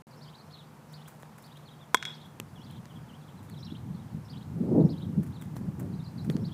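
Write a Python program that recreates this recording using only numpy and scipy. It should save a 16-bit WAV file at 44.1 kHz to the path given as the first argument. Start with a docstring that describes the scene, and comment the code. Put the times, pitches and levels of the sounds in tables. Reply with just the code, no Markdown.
"""A metal bat bunts a tossed baseball on an open field: decaying sines for the ring, a pulse and noise for
the crack, filtered copies and noise scatter for the answers of the ground, dugout, walls and stands.
The ball hops over the dirt and cleats scuff: short noise swells, with a dull push at each landing.
A songbird chatters in the trees: gliding sines. Far traffic and open air are shaped noise, with a faint
machine hum. Gusts stir the leaves and begin to buffet the microphone: noise driven by one force curve."""
import sys
import numpy as np
from scipy import signal
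from scipy.fft import rfft, irfft, next_fast_len
from scipy.io import wavfile
from scipy.ndimage import map_coordinates

SR = 44100
rng = np.random.default_rng(int(sys.argv[2]) if len(sys.argv) > 2 else 0)


def dump_mix(stems):
    """Bounce the given channels to the path in sys.argv[1] as a 16-bit WAV at rate SR."""
    frames = np.atleast_2d(stems).T  # one column per channel
    limited = np.clip(frames, -1, 1)  # hard clip at full scale
    pcm = np.round(limited * 32767).astype(np.int16)
    wavfile.write(sys.argv[1], SR, pcm)


N = 288061


def amp(db):
    """Decibels to gain."""
    return 10 ** (np.asarray(db) / 20)


def unit(x):
    """Scale to rms 1."""
    return x / np.sqrt(np.mean(x ** 2) + 1e-20)


def unit_energy(x):
    """Scale to a sum of squares of 1."""
    return x / np.linalg.norm(x)


def seconds(length_s):
    """Time axis in seconds."""
    return np.arange(int(length_s * SR)) / SR


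def add(track, start_s, sound):
    """Mix a sound into the track at start_s, cut at the track's end."""
    part = track[max(round(start_s * SR), 0):][:len(sound)]
    part += sound[:len(part)]


def wobble(rate_hz):
    """Smooth random curve through rate_hz random knots a second."""
    knots = rng.standard_normal(int(N * rate_hz / SR) + 4)
    return map_coordinates(knots, [np.arange(N) * rate_hz / SR])


def filtered(x, response):
    """Multiply the spectrum of x by a response of frequency in Hz."""
    size = next_fast_len(len(x) + 8192)
    gain = response(np.fft.rfftfreq(size, 1 / SR))
    return irfft(rfft(x, size) * gain, size)[:len(x)]


def noise(spectrum, size):
    """Noise of rms 1 with an (Hz, dB) spectrum, interpolated over log frequency."""
    knot_hz, knot_db = np.transpose(spectrum)
    white = rng.standard_normal(size)
    return unit(filtered(white, lambda hz: amp(np.interp(np.log(hz + 1), np.log(knot_hz), knot_db))))


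def low_cut(x, hz):
    """Causal second-order high-pass."""
    return signal.sosfilt(signal.butter(2, min(hz, SR / 3), "high", fs=SR, output="sos"), x)


def high_cut(x, hz):
    """Causal first-order low-pass."""
    return signal.sosfilt(signal.butter(1, min(hz, SR / 3), fs=SR, output="sos"), x)


def swell(t, rise_s, t60_s):
    """Envelope that rises from time 0 and dies away."""
    t = np.maximum(t, 0)
    return (1 - np.exp(-t / rise_s)) * amp(-60 * t / t60_s)


# Spectrum of far traffic and open air. Each row: frequency in Hz, level in dB.
AIR_SPECTRUM = [(15, -66), (35, -38), (70, -20), (118, -14), (154, -1), (181, -17.5), (224, -8),
                (293, -25.5), (318, -22), (363, -21), (462, -20.5), (515, -19), (573, -22.5), (903, -19),
                (1910, -31.5), (3500, -38.8), (8000, -42.2), (15000, -46.7)]
# Tones of a distant machine. Each row: frequency in Hz, rms level in dB.
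MACHINE_TONES = [(150.7, -58), (296, -71), (361, -73.5)]


def distance(air_db, waver_db, drift):
    """Far traffic as shaped noise, a machine as sines that waver in level and drift in pitch."""
    hum = np.zeros(N)
    for hz, db in MACHINE_TONES:
        level = amp(db + waver_db * wobble(18)) * np.sqrt(2)
        phase = 2 * np.pi * np.cumsum(hz * (1 + drift * wobble(12))) / SR
        hum += level * np.sin(phase)
    return hum + amp(air_db + 0.25 * wobble(2.93)) * noise(AIR_SPECTRUM, N)


# Wind force over time. Each row: time in seconds, force in dB.
WIND_FORCE = [(2.45, -45.5), (2.81, -41.6), (2.85, -48.2), (2.95, -41.3), (3.22, -51.2), (3.61, -37.6),
              (3.65, -40.9), (3.89, -35.5), (4.1, -46.1), (4.15, -30.3), (4.24, -45.7), (4.4, -36.9),
              (4.46, -40.6), (4.58, -27.8), (4.8, -15.5), (4.97, -31.5), (5.2, -27.7), (5.38, -40.3),
              (5.69, -28.3), (5.73, -37.8), (5.83, -25.7), (6.06, -41.5), (6.35, -25.5), (6.52, -33.7)]
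# Main buffeting spectrum. Each row: frequency in Hz, level in dB.
BUFFET_SPECTRUM = [(20, -73), (50, -42), (90, -29), (130, -6), (165, 1.5), (230, -6.5), (320, -15.5),
                   (450, -28), (700, -43), (1500, -70), (4000, -100)]
# Deep rumble spectrum. Each row: frequency in Hz, level in dB.
RUMBLE_SPECTRUM = [(20, -29), (40, -34), (65, -7.5), (100, 5.5), (150, 1.5), (250, -16), (600, -51),
                   (2000, -100)]
# Spectrum of small, higher eddies. Each row: frequency in Hz, level in dB.
EDDY_SPECTRUM = [(110, -39), (190, -1), (340, 3), (470, -4.5), (650, -13.5), (900, -22.5), (1200, -40),
                 (3000, -86)]
# Single eddies that thump the microphone. Each row: centre in seconds, level in dB, frequency in Hz.
THUMPS = [(2.792, -36, 169), (3.725, -30, 230), (3.877, -30, 190), (4.15, -28, 162), (4.796, -18, 237.4),
          (4.853, -16.5, 172.4), (5.201, -21, 201), (5.689, -20.5, 163), (6.356, -17, 216)]
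# Spectrum of stirred trees. Each row: frequency in Hz, level in dB.
LEAF_SPECTRUM = [(300, -30), (3000, -6), (9000, 0), (15000, -1)]
CALM_DB, FRESHEN_S = -60, 0.31  # force before the gusts, time to freshen to the first row
LEAVES_DB, LEAVES_DB_PER_DB = -70, .15  # level in the hardest gust, slope over force


def wind(lump_db, buffet_db, rumble_db, eddy_db, eddy_db_per_db, full_db):
    """Gusts stir leaves and buffet the mic; as force grows, rumble levels off and small eddies take over."""
    knot_s, knot_db = np.transpose(WIND_FORCE)
    times_s = np.r_[knot_s[0] - FRESHEN_S, knot_s]
    force_db = np.interp(np.arange(N) / SR, times_s, np.r_[CALM_DB, knot_db])
    force = amp(force_db)
    below_peak_db = force_db - knot_db.max()
    rumble = amp(rumble_db) * noise(RUMBLE_SPECTRUM, N) / np.hypot(1, force / amp(full_db))
    buffet = amp(buffet_db) * unit(noise(BUFFET_SPECTRUM, N) * amp(lump_db * wobble(60)))
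    eddies = unit(noise(EDDY_SPECTRUM, N) * amp(lump_db * wobble(90)))
    eddies *= amp(eddy_db + eddy_db_per_db * below_peak_db)
    leaves = amp(LEAVES_DB + LEAVES_DB_PER_DB * below_peak_db) * noise(LEAF_SPECTRUM, N)
    out = force * (rumble + buffet + eddies) + leaves
    t = seconds(.04) - .02  # centred on the thump
    for centre_s, db, hz in THUMPS:
        envelope = np.exp(-(t * hz / 0.71) ** 2)
        add(out, centre_s + t[0], amp(db) * envelope * np.sin(2 * np.pi * hz * t))
    return out


FADE_HZ = 2950  # the bird's voice fades below this pitch
KINK = .45  # turn at the middle pitch: 0 smooth arc, 1 corner


def whistle(length_s, start_hz, middle_hz, end_hz, rasp):
    """One note bends through three pitches, weak at the low end; fast random pitch flutter makes it raspy."""
    t = seconds(length_s)
    u = np.linspace(0, 1, num=len(t))
    knots = [0, .5, 1], [start_hz, middle_hz, end_hz]
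    arc_hz = np.polyval(np.polyfit(*knots, 2), u)
    hz = (1 - KINK) * arc_hz + KINK * np.interp(u, *knots)
    flutter = np.interp(u, np.linspace(0, 1, num=40), rng.standard_normal(40))
    envelope = np.sqrt(2 * np.abs(np.sin(np.pi * u))) / np.hypot(1, (FADE_HZ / hz) ** 20)
    return envelope * np.sin(2 * np.pi * np.cumsum(hz * (1 + rasp * flutter)) / SR)


# Notes of the stock phrase. Each row: start in seconds from the phrase time, length in seconds,
# start pitch in Hz, middle pitch in Hz, end pitch in Hz, level in dB.
PHRASE_NOTES = [(-.075, .05, 5200, 5380, 5380, -14), (-.03, .036, 3400, 4550, 5370, -3),
                (-.002, .03, 4950, 3820, 3300, -8), (0.012, .03, 3600, 3150, 2850, -8.5),
                (.042, .032, 2950, 3488, 4350, -3.5), (0.09, .032, 2850, 3354, 4300, -5)]
# Singings of the phrase. Each row: phrase time in seconds, level in dB.
PHRASE_TIMES = [(.237, -54), (.526, -62), (.96, -56), (1.462, -57), (2.152, -57.5), (2.653, -59.5),
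                (3.654, -50.5), (4.313, -54), (4.915, -54), (6.47, -53.5)]
# Notes that dip and rise. Each row: bottom time in seconds, length in seconds, bottom pitch in Hz, level in dB.
DIP_NOTES = [(0.13, .048, 4000, -66), (.27, .052, 4450, -65), (0.4, .064, 4100, -63),
             (2.592, .08, 2750, -59), (2.93, .075, 2720, -61.5), (3.122, .085, 2680, -59.5),
             (3.232, .045, 3300, -69), (3.292, .035, 3020, -63.5), (4.814, 0.029, 3580, -62.5),
             (5.941, .042, 3850, -64), (6.008, 0.056, 3550, -63.5), (6.066, .06, 4050, -60),
             (6.198, .058, 3900, -58), (6.337, .046, 3900, -64)]
# Runs of falling slurs. Each row: start in seconds, first top pitch in Hz, level in dB, count of slurs.
FALL_RUNS = [(.527, 4450, -57, 2), (1.654, 4470, -62, 2), (1.806, 3650, -64, 1), (2.21, 3810, -63, 1),
             (2.70, 4170, -64.5, 2), (2.945, 3500, -66, 1), (3.37, 4200, -69, 1), (3.508, 4550, -61, 2),
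             (3.94, 4420, -70, 2), (5.015, 3844, -61, 1), (5.34, 4450, -61.5, 2)]
DIP_RISE, DIP_TOP_HZ = 1.36, 5450  # end pitch over bottom pitch, its ceiling
FALL_S, FALL_EVERY_S, FALL_END_HZ = .042, .052, 2953
FALL_SAG, FALL_STEP = .27, .88  # share of the drop made halfway, each top over the last
SCOOP_S, SCOOP_DB = .022, -5  # upstroke into each slur, level relative to the slur


def bird(phrase_rasp, slur_rasp, echo_db, echo_t60_s, far_db, flicker_db):
    """A bird mixes raspy phrases with cleaner dips and slurs; others twitter far off; trees scatter it all."""
    song = np.zeros(N)
    for phrase_s, db in PHRASE_TIMES:
        for offset_s, length_s, start_hz, middle_hz, end_hz, note_db in PHRASE_NOTES:
            note = whistle(length_s, start_hz, middle_hz, end_hz, phrase_rasp)
            add(song, phrase_s + offset_s, amp(db + note_db) * note)
    for bottom_s, length_s, bottom_hz, db in DIP_NOTES:
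        top_hz = min(DIP_RISE * bottom_hz, DIP_TOP_HZ)
        note = whistle(length_s, top_hz, bottom_hz, top_hz, slur_rasp)
        add(song, bottom_s - length_s / 2, amp(db) * note)
    for run_s, first_hz, db, count in FALL_RUNS:
        for k in range(round(count)):
            top_hz = first_hz * FALL_STEP ** k
            slur_s = run_s + k * FALL_EVERY_S
            scoop = whistle(SCOOP_S, FALL_END_HZ, (FALL_END_HZ + top_hz) / 2, top_hz, slur_rasp)
            add(song, slur_s - SCOOP_S, amp(db + SCOOP_DB) * scoop)
            halfway_hz = top_hz - FALL_SAG * (top_hz - FALL_END_HZ)
            add(song, slur_s, amp(db) * whistle(FALL_S, top_hz, halfway_hz, FALL_END_HZ, slur_rasp))
    for when, *bend in rng.random(size=(30, 4)):  # far birds: random times and pitches
        pitches_hz = 3000 + 2400 * np.array(bend)
        add(song, when * N / SR, amp(far_db) * whistle(.045, *pitches_hz, slur_rasp))
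    song *= amp(flicker_db * wobble(150))  # flutter in strength
    t = seconds(.5)
    tail = unit_energy(rng.standard_normal(len(t)) * amp(-60 * t / echo_t60_s))
    return song + amp(echo_db) * signal.fftconvolve(song, tail)[:N]


# Cleats scuff the grit. Each row: start in seconds, level in dB, length in seconds.
SCUFFS = [(.923, -53, 0.011), (1.077, -46.5, 0.011), (1.197, -58, 0.046), (1.377, -53.5, 0.014),
          (1.424, -49, .006), (1.567, -54, .008), (2.256, -58, 0.013), (2.704, -59, 0.019),
          (3.426, -58.5, .024), (3.498, -55, .006), (5.229, -52, .014), (5.263, -54, .011),
          (5.41, -51.5, 0.018), (5.553, -55, .03), (5.792, -49.5, .017), (6.242, -53, 0.014),
          (6.297, -47, .012)]
# Spectrum of scuffed grit. Each row: frequency in Hz, level in dB.
GRIT_SPECTRUM = [(400, -19), (1500, 5), (4000, -19.5), (7000, -8.5), (10000, -6.5), (14000, -10),
                 (16000, -3)]
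SAND_DB, SAND_S = -12.5, 0.073  # settling sand: level relative to the scuff, length


def cleats(grain_db):
    """Each scuff is a short noise swell of uneven sand grains; the kicked sand settles after it."""
    out, t = np.zeros(N), seconds(.25)

    def hump(length_s):
        """Envelope that peaks at 1 after a third of its length."""
        return 3 * t / length_s * np.exp(1 - 3 * t / length_s)

    knots_s = t[::40]
    for start_s, db, length_s in SCUFFS:
        grains_db = grain_db * np.interp(t, knots_s, rng.standard_normal(len(knots_s)))
        grains = unit(amp(grains_db)) * noise(GRIT_SPECTRUM, len(t))
        add(out, start_s, amp(db) * (hump(length_s) + amp(SAND_DB) * hump(SAND_S)) * grains)
    return out


# A ball lands or a shoe taps. Each row: start in seconds, grit level in dB, thud level in dB, grit high cut in Hz.
BOUNCES = [(.933, -44, -64, 7000), (1.231, -34, -54, 2400), (2.3996, -26, -40, 13000),
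           (2.855, -41, -50, 9500), (5.5656, -34, -56, 4000), (6.299, -19, -25, 2300),
           (6.366, -33.5, -50, 6000)]
# Spectrum of crushed dirt. Each row: frequency in Hz, level in dB.
DIRT_SPECTRUM = [(300, 3.5), (1000, -3.5), (1800, -4.5), (3000, -7.5), (5500, -6), (7500, -5), (8500, -12),
                 (13000, -10), (16000, -32)]


def bounces(crush_s, thud_s):
    """A landing ball or shoe crushes grit for an instant and gives the ground one dull push."""
    out, t = np.zeros(N), seconds(.04)
    crush = (t / crush_s) ** 2 * np.exp(2 * (1 - t / crush_s))  # peaks at 1 at crush_s
    u = t / thud_s - 2
    thud = 2 * u * np.exp(-u * u)
    for start_s, grit_db, thud_db, high_hz in BOUNCES:
        grit = crush * noise(DIRT_SPECTRUM, len(t))
        grit = high_cut(high_cut(grit, high_hz), high_hz)  # a soft contact is duller
        add(out, start_s, amp(grit_db) * grit + amp(thud_db) * thud)
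    return low_cut(out, hz=170)


# Ring of bat and ball. Each row: frequency in Hz, level in dB, t60 in seconds.
BAT_MODES = [(475, -19, 0.021), (770, -19, 0.015), (1030, -8.5, 0.027), (1276, -8, 0.011),
             (1470, -8, 0.013), (1620, -38, 0.012), (2140, -11.5, 0.013), (3356, -17, 0.042),
             (3590, -17, .011), (4970, -48, .012), (7230, -26, 0.01), (7860, -29.5, 0.011),
             (8600, -44, .012), (10260, -37, 0.011)]


def bat(snap_db, crackle_db, crackle_t60_s, contact_s, crackle_high_cut_hz, low_cut_hz):
    """The blow rings the barrel's modes; a sharp snap and a brief crackle ride on its front."""
    t = seconds(.3)
    ring = sum(amp(db - 60 * t / t60_s) * np.sin(2 * np.pi * hz * t) for hz, db, t60_s in BAT_MODES)
    ring *= 1 - np.exp(-t / contact_s)
    snap = amp(snap_db) * np.exp(-((t - .0003) / .000025) ** 2)
    crackle = amp(crackle_db - 60 * t / crackle_t60_s) * rng.standard_normal(len(t))
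    front = low_cut(snap + high_cut(crackle, crackle_high_cut_hz), hz=600)
    return low_cut(ring + front, low_cut_hz)


# Walls that answer. Each row: delay in seconds, level in dB, low cut in Hz, high cut in Hz, smear in seconds.
WALLS = [(0.025, -15, 2300, 4600, 0.0071), (0.065, -32, 3000, 4500, .006),
         (0.0807, -6.5, 1900, 4200, 0.0012), (0.087, -16, 1900, 4500, 0.0022),
         (.1072, -11.5, 2100, 8200, .0003), (0.116, -19, 2800, 4934, .006)]
# Scatter from the nearby fence and the stands. Each row: delay in seconds, relative level in dB,
# rise in seconds, t60 in seconds.
STANDS_SWELLS = [(.002, 8, .02, 0.74), (.105, 16.5, .02, .33)]
# Spectrum of that scatter. Each row: frequency in Hz, level in dB.
STANDS_SPECTRUM = [(300, -7), (1000, -19.5), (2000, -10.5), (2900, -3), (3400, 3.5), (4200, -4),
                   (9000, -19), (15000, -17)]
HIT_S = 1.9453


def field(blow, stands_db, ground_db, ground_t60_s):
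    """The blow, ground scatter, thin echoes off ribbed walls, and a wash from the fence and rows of seats."""
    out = np.zeros(N)
    add(out, HIT_S, blow)
    t = seconds(.06)
    clods = unit_energy(rng.standard_normal(len(t)) * amp(-60 * t / ground_t60_s))
    add(out, HIT_S, amp(ground_db) * signal.fftconvolve(low_cut(blow, hz=7000), clods))
    for delay_s, db, low_hz, high_hz, smear_s in WALLS:
        wall = .5 * unit_energy(rng.standard_normal(len(t)) * np.exp(-t / smear_s))
        wall[0] += 1  # the flat face mirrors the blow, the ribs smear it
        thin = low_cut(low_cut(blow, low_hz), low_hz)  # long waves bend round a small wall
        dull = high_cut(high_cut(thin, high_hz), high_hz)  # the air path costs treble
        add(out, HIT_S + delay_s, amp(db) * signal.fftconvolve(dull, wall))
    t = seconds(.8)
    power = np.zeros(len(t))
    for delay_s, db, rise_s, t60_s in STANDS_SWELLS:
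        power += (swell(t - delay_s, rise_s, t60_s) * amp(db)) ** 2
    seats = unit_energy(noise(STANDS_SPECTRUM, len(t)) * np.sqrt(power))
    add(out, HIT_S, amp(stands_db) * signal.fftconvolve(blow, seats))
    return out


def scene():
    """All sources summed at one microphone."""
    blow = bat(snap_db=-7, crackle_db=-13, crackle_t60_s=0.016, contact_s=0.00034,
               crackle_high_cut_hz=7100, low_cut_hz=154)
    play = field(blow, stands_db=-20.5, ground_db=-16, ground_t60_s=0.067)
    play += bounces(crush_s=0.00082, thud_s=0.00091) + cleats(grain_db=7)
    song = bird(phrase_rasp=.065, slur_rasp=0.018, echo_db=-7, echo_t60_s=0.3, far_db=-76, flicker_db=3.0)
    gusts = wind(lump_db=3.0, buffet_db=-5.3, rumble_db=-6, eddy_db=-5, eddy_db_per_db=1.1, full_db=-32.5)
    background = distance(air_db=-52, waver_db=0.8, drift=0.005)
    return (play + song + gusts + background)[None]


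# A moment of silence. The pair: start in seconds, end in seconds.
DROPOUT_S = (.0212, .069)
TOP_HZ, EDGE_HZ = 15450, 600  # centre and width of the band limit's slope


def record(dry):
    """The sound drops out for a moment near the start; nothing passes above the band limit."""
    t = np.arange(N) / SR
    live = (t < DROPOUT_S[0]) | (t > DROPOUT_S[1])
    return filtered(dry[0] * live, lambda hz: np.clip((TOP_HZ - hz) / EDGE_HZ + .5, 0, 1))[None]


dry = scene()
out = record(dry)
dump_mix(out)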